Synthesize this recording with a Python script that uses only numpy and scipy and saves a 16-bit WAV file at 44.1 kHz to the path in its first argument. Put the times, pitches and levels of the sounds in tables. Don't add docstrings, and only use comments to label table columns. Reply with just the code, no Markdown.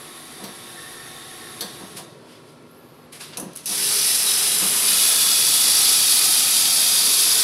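import sys
import numpy as np
from scipy import signal
from scipy.fft import rfft, irfft, next_fast_len
from scipy.io import wavfile
from scipy.ndimage import uniform_filter1d, map_coordinates

SR = 44100
rng = np.random.default_rng(int(sys.argv[2]) if len(sys.argv) > 2 else 0)


def transcribe(signal):
    frames = np.atleast_2d(signal).T
    limited = np.clip(frames, -1, 1)
    pcm = np.round(limited * 32767).astype(np.int16)
    wavfile.write(sys.argv[1], SR, pcm)


def convert_level_to_amplitude(level_db):
    exponent = np.asarray(level_db, float) / 20
    return 10 ** exponent


N = 327663
T = np.arange(N) / SR


def unit(x):
    return x / np.sqrt(np.mean(x ** 2) + 1e-20)


def since(s):
    return np.maximum(T - s, 0)


def gate(start, end, fade):
    return np.clip(np.minimum(T - start, end - T) / fade, 0, 1)


def along(points, hz):
    f, v = np.transpose(points)
    return np.interp(np.log(hz + 1), np.log(f + 1), v)


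def curves(rows):
    s, *cols = np.transpose(rows)
    return [np.interp(T, s, c) for c in cols]


def wobble(rate):
    coarse = T[::32]
    knots = rng.standard_normal(int(N * rate / SR) + 4)
    return np.interp(T, coarse, map_coordinates(knots, [coarse * rate]))


def filtered(x, response):
    m = next_fast_len(len(x) + 8192)
    return irfft(rfft(x, m) * response(np.fft.rfftfreq(m, 1 / SR)), m)[:len(x)]


def shape(points):
    return lambda hz: convert_level_to_amplitude(along(points, hz))


def body(modes):
    def response(f):
        total = 0
        for k, (centre, width, db) in enumerate(modes):
            total = total + (-1) ** k * convert_level_to_amplitude(db) * 1j * f * width / (centre * centre - f * f + 1j * f * width)
        return total
    return response


def field(z, bins, frames):
    over_hz = uniform_filter1d(rng.standard_normal(z.shape), size=bins, axis=0)
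    return unit(uniform_filter1d(over_hz, size=frames, axis=1))


def rush(response, patchy_db, streak_db=0):
    z = signal.stft(rng.standard_normal(N), nperseg=1024)[2]
    streaks = field(z, bins=2, frames=70)
    streaks = unit(streaks - uniform_filter1d(streaks, size=12, axis=0))
    gain_db = patchy_db * field(z, bins=10, frames=6) + streak_db * streaks
    noise = signal.istft(z * convert_level_to_amplitude(gain_db), nperseg=1024)[1][:N]
    return unit(filtered(noise, response))


def tones(lines, drift_hz, waver_db):
    out = np.zeros(N)
    for hz, db in lines:
        level = np.sqrt(2) * convert_level_to_amplitude(db + waver_db * wobble(7))
        out += level * np.sin(2 * np.pi * np.cumsum(hz + drift_hz * wobble(12)) / SR)
    return out


def jet(spectrum, tip):
    turbulence = rush(shape(spectrum), patchy_db=.5, streak_db=2.5)
    return unit(turbulence + convert_level_to_amplitude(-8) * rush(body(tip), patchy_db=1.55, streak_db=2.5))


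# frequency in Hz, level in dB per Hz.
RIGHT_JET = [(880, -36), (1500, -20.5), (1880, -16.5), (2100, -16.5), (2710, -9.5), (3110, -8),
             (3900, -9.5), (4300, -6), (5140, -2.5), (5560, -8.5), (6200, -6.5), (6710, -11.5),
             (10000, -0.5), (11300, -3), (15800, -25.5)]
LEFT_JET = [(880, -35), (1500, -24.5), (1940, -21), (2430, -11.5), (2850, -9.5), (3470, -2), (4020, -5),
            (4700, -0.5), (7040, -7), (8170, -5.5), (9850, -1), (10900, 1.5), (13100, -11.5),
            (15200, -17.5), (15800, -24)]
# frequency in Hz, width in Hz, level in dB.
RIGHT_TIP = [(3930, 150, -4.5), (4610, 83, -5), (5170, 160, -2), (5840, 77, -1.5), (6320, 120, -13),
             (3430, 120, -11)]
LEFT_TIP = [(1306, 50, -16.5), (2460, 84, -8), (2687, 85, -9), (3655, 250, -4.5), (4700, 280, -1),
            (5730, 97, -3.5), (7620, 180, -7.5), (9950, 270, -2.5)]
# frequency in Hz, level in dB per Hz.
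ROAR = [(35, -49), (60, -16), (139, -16), (206, -6.5), (237, -6.5), (614, -8), (996, -4), (1920, -4),
        (2500, -4.5), (3250, -27), (5500, -120)]
# frequency in Hz, width in Hz, level in dB.
TRAY = [(721, 22, -2), (1255, 45, -1.5), (1323, 22, -0.5)]
# opening in seconds, pressure build-up in seconds, full level in dB.
VALVES = [
    (3.655, 0.14, -18.5),
    (4.8, 0.089, -19),
]
LEFT_TAKES_OVER = (4.76, 5.05)
# time in seconds, turn from 0 (facing) to 1 (away).
MIC_TURN = [
    (3.66, 0),
    (3.75, 0.54),
    (4.0, .1),
    (4.45, 0.54),
    (4.68, 1),
    (5.05, 0.6),
    (5.75, 0.22),
    (7.43, 0.33),
]


def steam():
    leak = .2
    flows = [convert_level_to_amplitude(db) * (T > s) * (1 - (1 - leak) * np.exp(-since(s) / build)) for s, build, db in VALVES]
    sag_db_per_s = 0.46
    flow = np.hypot(*flows) * convert_level_to_amplitude(-sag_db_per_s * since(LEFT_TAKES_OVER[1]))
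    turn = uniform_filter1d(curves(MIC_TURN)[0], size=3000)
    left = np.interp(T, LEFT_TAKES_OVER, [0, 1])

    sputter = convert_level_to_amplitude(.2 * wobble(9) + .4 * wobble(60) + .6 * wobble(250))
    both = np.sqrt(1 - left) * jet(RIGHT_JET, RIGHT_TIP) + np.sqrt(left) * jet(LEFT_JET, LEFT_TIP)
    jets = unit(sputter * both)
    nozzle = filtered(jets, lambda f: np.exp(-((f - 5100) / 1350) ** 4))
    facing_db, turned_db = 1.5, -4
    jets = jets + (convert_level_to_amplitude(facing_db + (turned_db - facing_db) * turn) - 1) * nozzle

    roar_db = -19.5 + 3 * turn + 0.37 * wobble(6)
    roar = convert_level_to_amplitude(roar_db) * rush(shape(ROAR), patchy_db=1.13, streak_db=2.0)
    tray = convert_level_to_amplitude(-29.5) * rush(body(TRAY), patchy_db=1.5)

    dry_db, wet_db = -48.5, -41
    pipe_db = np.interp(T, [3.7, 3.94, 4.04], [dry_db, wet_db, dry_db])
    pipe_noise = rush(body([(412, 17, 3), (500, 35, -3), (281, 35, -9)]), patchy_db=1.0)
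    pipe_tone = tones([(408, -3.5)], drift_hz=3, waver_db=2.5)
    pipe = gate(3.7, 5.1, .06) * convert_level_to_amplitude(pipe_db) * (0.7 * pipe_noise + pipe_tone)
    whistle = tones([(14755, -55)], drift_hz=5, waver_db=2) * left
    onset = np.clip(since(VALVES[0][0]) / .006, 0, 1)
    return onset * (flow * (jets + roar + tray) + pipe + whistle)


# frequency in Hz, level in dB per Hz.
PUMP_HISS = [(300, -11.5), (900, -4.5), (2600, -6.5), (4500, -6.5), (6900, -14.5), (9200, -6.5), (10900, 0),
             (12300, -11.5), (13500, -21), (15800, -28)]
# frequency in Hz, width in Hz, level in dB.
PUMP_CASE = [(330, 31, -1.5), (737, 42, -6.5), (1295, 61, -3), (1870, 136, -2.5), (3660, 225, 0),
             (4760, 140, -7), (5560, 100, -5.5), (6490, 80, -8), (7340, 120, -11), (9160, 150, -6)]
# frequency in Hz, level in dB.
PUMP_TONES = [(349, -54.5), (745, -60), (1078, -65), (1104, -55.5), (1809, -67), (10820, -62)]
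# start in seconds, end in seconds, fade in seconds, level in dB.
VALVE_WHISTLE = (.72, 1.6, .08, -51.5)


def pump():
    ease_db = -9.5 * since(1.59)
    stop_s, coast_s = 1.93, .1
    hiss_t60_s, whirr_t60_s = .75, 0.59
    hiss_db = -42 + ease_db - 60 * since(stop_s) / hiss_t60_s
    load_db = -4 * np.exp(-T / 0.48)
    whirr_db = -41.5 + load_db + ease_db - 60 * since(stop_s + coast_s) / whirr_t60_s

    hiss = convert_level_to_amplitude(hiss_db + 0.55 * wobble(22)) * rush(shape(PUMP_HISS), patchy_db=1.2, streak_db=2)
    case = convert_level_to_amplitude(-2.5) * rush(body(PUMP_CASE), patchy_db=1, streak_db=1)
    motor = convert_level_to_amplitude(42.5) * tones(PUMP_TONES, drift_hz=1.18, waver_db=1.5)
    start, end, fade, db = VALVE_WHISTLE
    whistle = rush(body([(1800, 45, 3), (1930, 40, -7)]), patchy_db=3.5)
    whistle = gate(start, end, fade) * convert_level_to_amplitude(db + 3 * wobble(5.1)) * whistle
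    return hiss + convert_level_to_amplitude(whirr_db) * (case + motor) + whistle


# time in seconds, peak in dB, brightness in dB.
KNOCKS = [
    (0.4388, -24.5, 3),
    (1.6076, -14.5, 2),
    (1.6194, -19.5, -3),
]
CLICKS = [
    (3.371, -15.5, -2),
    (3.3774, -24, 2),
    (3.3977, -18, 5),
    (3.6578, -13, 2),
    (3.692, -15, .1),
]
TICKS = [
    (2.6249, -48, .1),
    (3.5329, -31, 3),
    (3.5544, -27, 0.3),
    (3.56, -17, 2),
    (3.571, -18, 1),
    (3.6054, -29, 0.3),
]
# frequency in Hz, width in Hz, level in dB.
PANEL = [(1640, 150, -5), (3450, 400, -0.5), (4510, 350, 3.5), (6040, 340, -3), (8040, 470, -5),
         (10400, 700, -4), (12200, 700, -7), (14100, 1200, -12)]
LEVER = [(2690, 340, -6.5), (4070, 830, -7.5), (6140, 610, -1), (8100, 360, -2.5), (9500, 610, 2),
         (10750, 850, 3), (12200, 1400, -6.5), (15000, 1500, -19)]


def clicks():
    out = np.zeros((2, N + SR))
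    t = np.arange(SR // 4) / SR
    # contacts, resonances, t60 in seconds
    for rows, modes, t60 in [(KNOCKS, PANEL, .075), (CLICKS, LEVER, 0.054), (TICKS, LEVER, 0.022)]:
        for s, db, bright_db in rows:
            colour = lambda f: body(modes)(f) * ((f + 500) / 6000) ** (bright_db / 6)
            burst = unit(filtered(rng.standard_normal(len(t)), colour))
            crack = convert_level_to_amplitude(db - 7) * (1 - np.exp(-t / 0.00044)) * burst * convert_level_to_amplitude(-60 * t / t60)
            bare = unit(filtered(np.arange(len(t)) == 64, colour)) * np.sqrt(np.mean(crack ** 2))
            out[:, round(s * SR):][:, :len(t)] += [crack, bare]
    return out[:, :N]


# frequency in Hz, t60 in seconds.
TAIL = [(200, 0.6), (2000, 0.75), (6000, 0.43), (14000, 0.23)]


def echo(x):
    hz, t, z = signal.stft(rng.standard_normal(SR // 2), SR, nperseg=256)
    decay = convert_level_to_amplitude(-60 * t / along(TAIL, hz)[:, None])
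    tail = signal.istft(z * decay, SR, nperseg=256)[1]
    return signal.fftconvolve(np.pad(x, (400, 0)), tail / np.linalg.norm(tail))[:N]


def swells(rows, response, pivot_hz):
    low = rush(lambda f: response(f) / (1 + (f / pivot_hz) ** 4), patchy_db=1)
    high = rush(lambda f: response(f) / (1 + (pivot_hz / (f + 1)) ** 4), patchy_db=1)
    out = np.zeros(N)
    for s, rise, t60, db, bright_db in rows:
        near = slice(round(s * SR) - SR // 4, round(s * SR) + SR)
        t = T[near] - s
        level = np.exp(-(np.minimum(t, 0) / rise) ** 2) * convert_level_to_amplitude(-60 * np.maximum(t, 0) / t60)
        tilted = low[near] * convert_level_to_amplitude(-bright_db) + high[near] * convert_level_to_amplitude(bright_db)
        out[near] += convert_level_to_amplitude(db - 5.5) * level * tilted
    return out


# peak in seconds, rise in seconds, t60 in seconds, level in dB, brightness in dB.
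RUBS = [(.445, .008, 0.27, -41, -6), (1.973, .007, 0.18, -39.5, 6), (1.985, 0.026, .25, -36.5, -1),
        (2.12, .04, .6, -57, -3), (2.33, .069, .8, -49.5, -3), (2.5, .04, .43, -57, 1),
        (3.13, 0.0066, .3, -37.5, .5), (3.16, .01, .25, -47, 0), (3.212, .01, .55, -34, -1.5),
        (3.34, .011, 0.14, -53.5, -15.5), (3.53, .02, 0.36, -53, -4), (3.58, 0.026, 0.37, -43.5, -2),
        (3.645, .008, .2, -47, 5)]
# frequency in Hz, level in dB per Hz.
CLOTH = [(180, -40), (400, -19), (1500, -10.5), (3500, -6), (5000, -6), (7000, -13.5), (10500, -9),
         (12500, -19), (15800, -39)]


def rubs():
    return swells(RUBS, shape(CLOTH), pivot_hz=6830)


# peak in seconds, t60 in seconds, level in dB, brightness in dB.
BUMPS = [(.41, .32, -42.5, 4.5), (.45, .4, -37, 2), (1.63, .3, -36, 5), (1.83, .45, -37.5, -1.5),
         (2.0, .3, -37, .5), (2.63, .09, -48, -6), (3.39, 0.45, -34, 1.5), (3.432, 0.28, -37, -8.5),
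         (3.485, .12, -47, -6), (3.72, 0.61, -37.5, -1), (4.635, 0.47, -30.5, 0.5)]
# frequency in Hz, width in Hz, level in dB.
BENCH = [(188.6, 28, 6), (326, 88, 1.5), (524, 126, -4), (728, 59, -6), (973, 110, -9.5),
         (1290, 150, -15.5), (1655, 130, -15)]


def bumps():
    rise_share = 0.057
    rows = [(s, rise_share * t60, t60, db, bright_db) for s, t60, db, bright_db in BUMPS]
    return swells(rows, body(BENCH), pivot_hz=454)


# time in seconds, peak in dB.
THUDS = [(0.44, -33), (1.645, -29.5), (1.835, -29), (3.431, -29), (4.625, -33)]


def thuds():
    t = np.arange(SR // 4) / SR
    push = filtered(t / .0008 * np.exp(-t / 0.001), body(BENCH[:2]))
    out = np.zeros(N + SR)
    for s, db in THUDS:
        out[round(s * SR):][:len(t)] -= convert_level_to_amplitude(db) * push / np.abs(push).max()
    return out[:N]


# start in seconds, length in seconds, start in Hz, sweep in Hz per second, level in dB.
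CHIRPS = [(2.672, .045, 10900, 98000, -69), (2.688, .05, 9500, 70000, -62), (2.722, .03, 13700, 75000, -74)]
# time in seconds, pitch in Hz.
GLIDE = [(2.74, 10500), (2.775, 11100), (2.81, 12200), (2.855, 13000), (2.9, 13400), (2.96, 12650),
         (3.0, 13200), (3.03, 12450), (3.07, 10800)]
# pitch ratio, level in dB.
WHINE_SIDES = [(1, 0), (.872, -8), (1.115, -13), (.78, -13)]
# frequency in Hz, width in Hz, lift in dB.
HOUSING = (11300, 400, 10)


def whine():
    runs = [(s, s + length, hz + hz_per_s * since(s), db, WHINE_SIDES[:1]) for s, length, hz, hz_per_s, db in CHIRPS]
    glide_hz = uniform_filter1d(curves(GLIDE)[0], size=800)
    runs.append((GLIDE[0][0], GLIDE[-1][0], glide_hz, -65, WHINE_SIDES))
    housing_hz, width_hz, lift_db = HOUSING
    out = np.zeros(N)
    for start, end, hz, db, partials in runs:
        on = (T > start) & (T < end)
        turns = np.cumsum((hz + 40 * wobble(300))[on]) / SR
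        sag_db = 12 * since(start)[on]
        for ratio, side_db in partials:
            lift = lift_db * np.exp(-((ratio * hz[on] - housing_hz) / width_hz) ** 2)
            level_db = db + side_db + lift - sag_db + 2.5 * wobble(60)[on]
            out[on] += gate(start, end, .012)[on] * convert_level_to_amplitude(level_db) * np.sin(2 * np.pi * ratio * turns)
    haze = rush(body([(11300, 1500, 0), (14300, 1500, -8)]), patchy_db=2.2, streak_db=2.2)
    return out + convert_level_to_amplitude(-65) * gate(2.65, 3.1, .06) * filtered(haze, lambda f: f > 8500)


# frequency in Hz, level in dB per Hz.
ROOM = [(18, -70), (50, -28), (130, -3), (240, -6.5), (420, -5), (650, -11.5), (1300, -18.5), (2300, -23),
        (4500, -25.5), (7000, -35.5), (10500, -31), (13000, -44), (15800, -55)]
# frequency in Hz, level in dB.
HUM = [(156.1, -60), (242.2, -56.5), (1082, -65), (1141, -67.5), (1319, -67.5), (1378, -67)]


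def workshop():
    air = convert_level_to_amplitude(-47.0 + 0.65 * wobble(3.16)) * rush(shape(ROOM), patchy_db=0.85, streak_db=1.5)
    return air + tones(HUM, drift_hz=.8, waver_db=1.3)


def scene():
    hits, bare_hits = clicks()
    hands = rubs() + bumps() + thuds()
    mono = steam() + pump() + hits + convert_level_to_amplitude(-5.5) * echo(bare_hits) + hands + whine() + workshop()
    return np.array([mono, mono])


# middle in seconds, middle in Hz.
FILLS = [(2.915, 12100), (3.03, 4750), (4.355, 14600), (4.588, 11800), (4.588, 6300), (5.332, 9100),
         (5.332, 5050), (5.61, 10450), (5.935, 11150), (6.028, 11150), (6.145, 11150), (6.352, 8400)]


def fills(x):
    out = np.zeros(N)
    window = np.kaiser(2048, 4 * np.pi) ** .5
    for s, hz in FILLS:
        band = lambda f: np.abs(f - hz) < 1600 / 2
        at = round(s * SR) - 1024
        noise = unit(filtered(rng.standard_normal(2048), band))
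        out[at:][:2048] += convert_level_to_amplitude(-2) * np.std(filtered(x[at:][:2048], band)) * noise * window
    return out


def band_limit(x):
    return signal.sosfilt(signal.butter(12, 16530, fs=SR, output="sos"), x)


def record(dry):
    soft = dry[0] / (1 + np.abs(dry[0] / .8) ** 6) ** (1 / 6)
    kept = filtered(soft, lambda hz: hz < 15770)
    side = fills(kept)
    return band_limit(np.array([kept + side, kept - side]))


dry = scene()
out = record(dry)
transcribe(out)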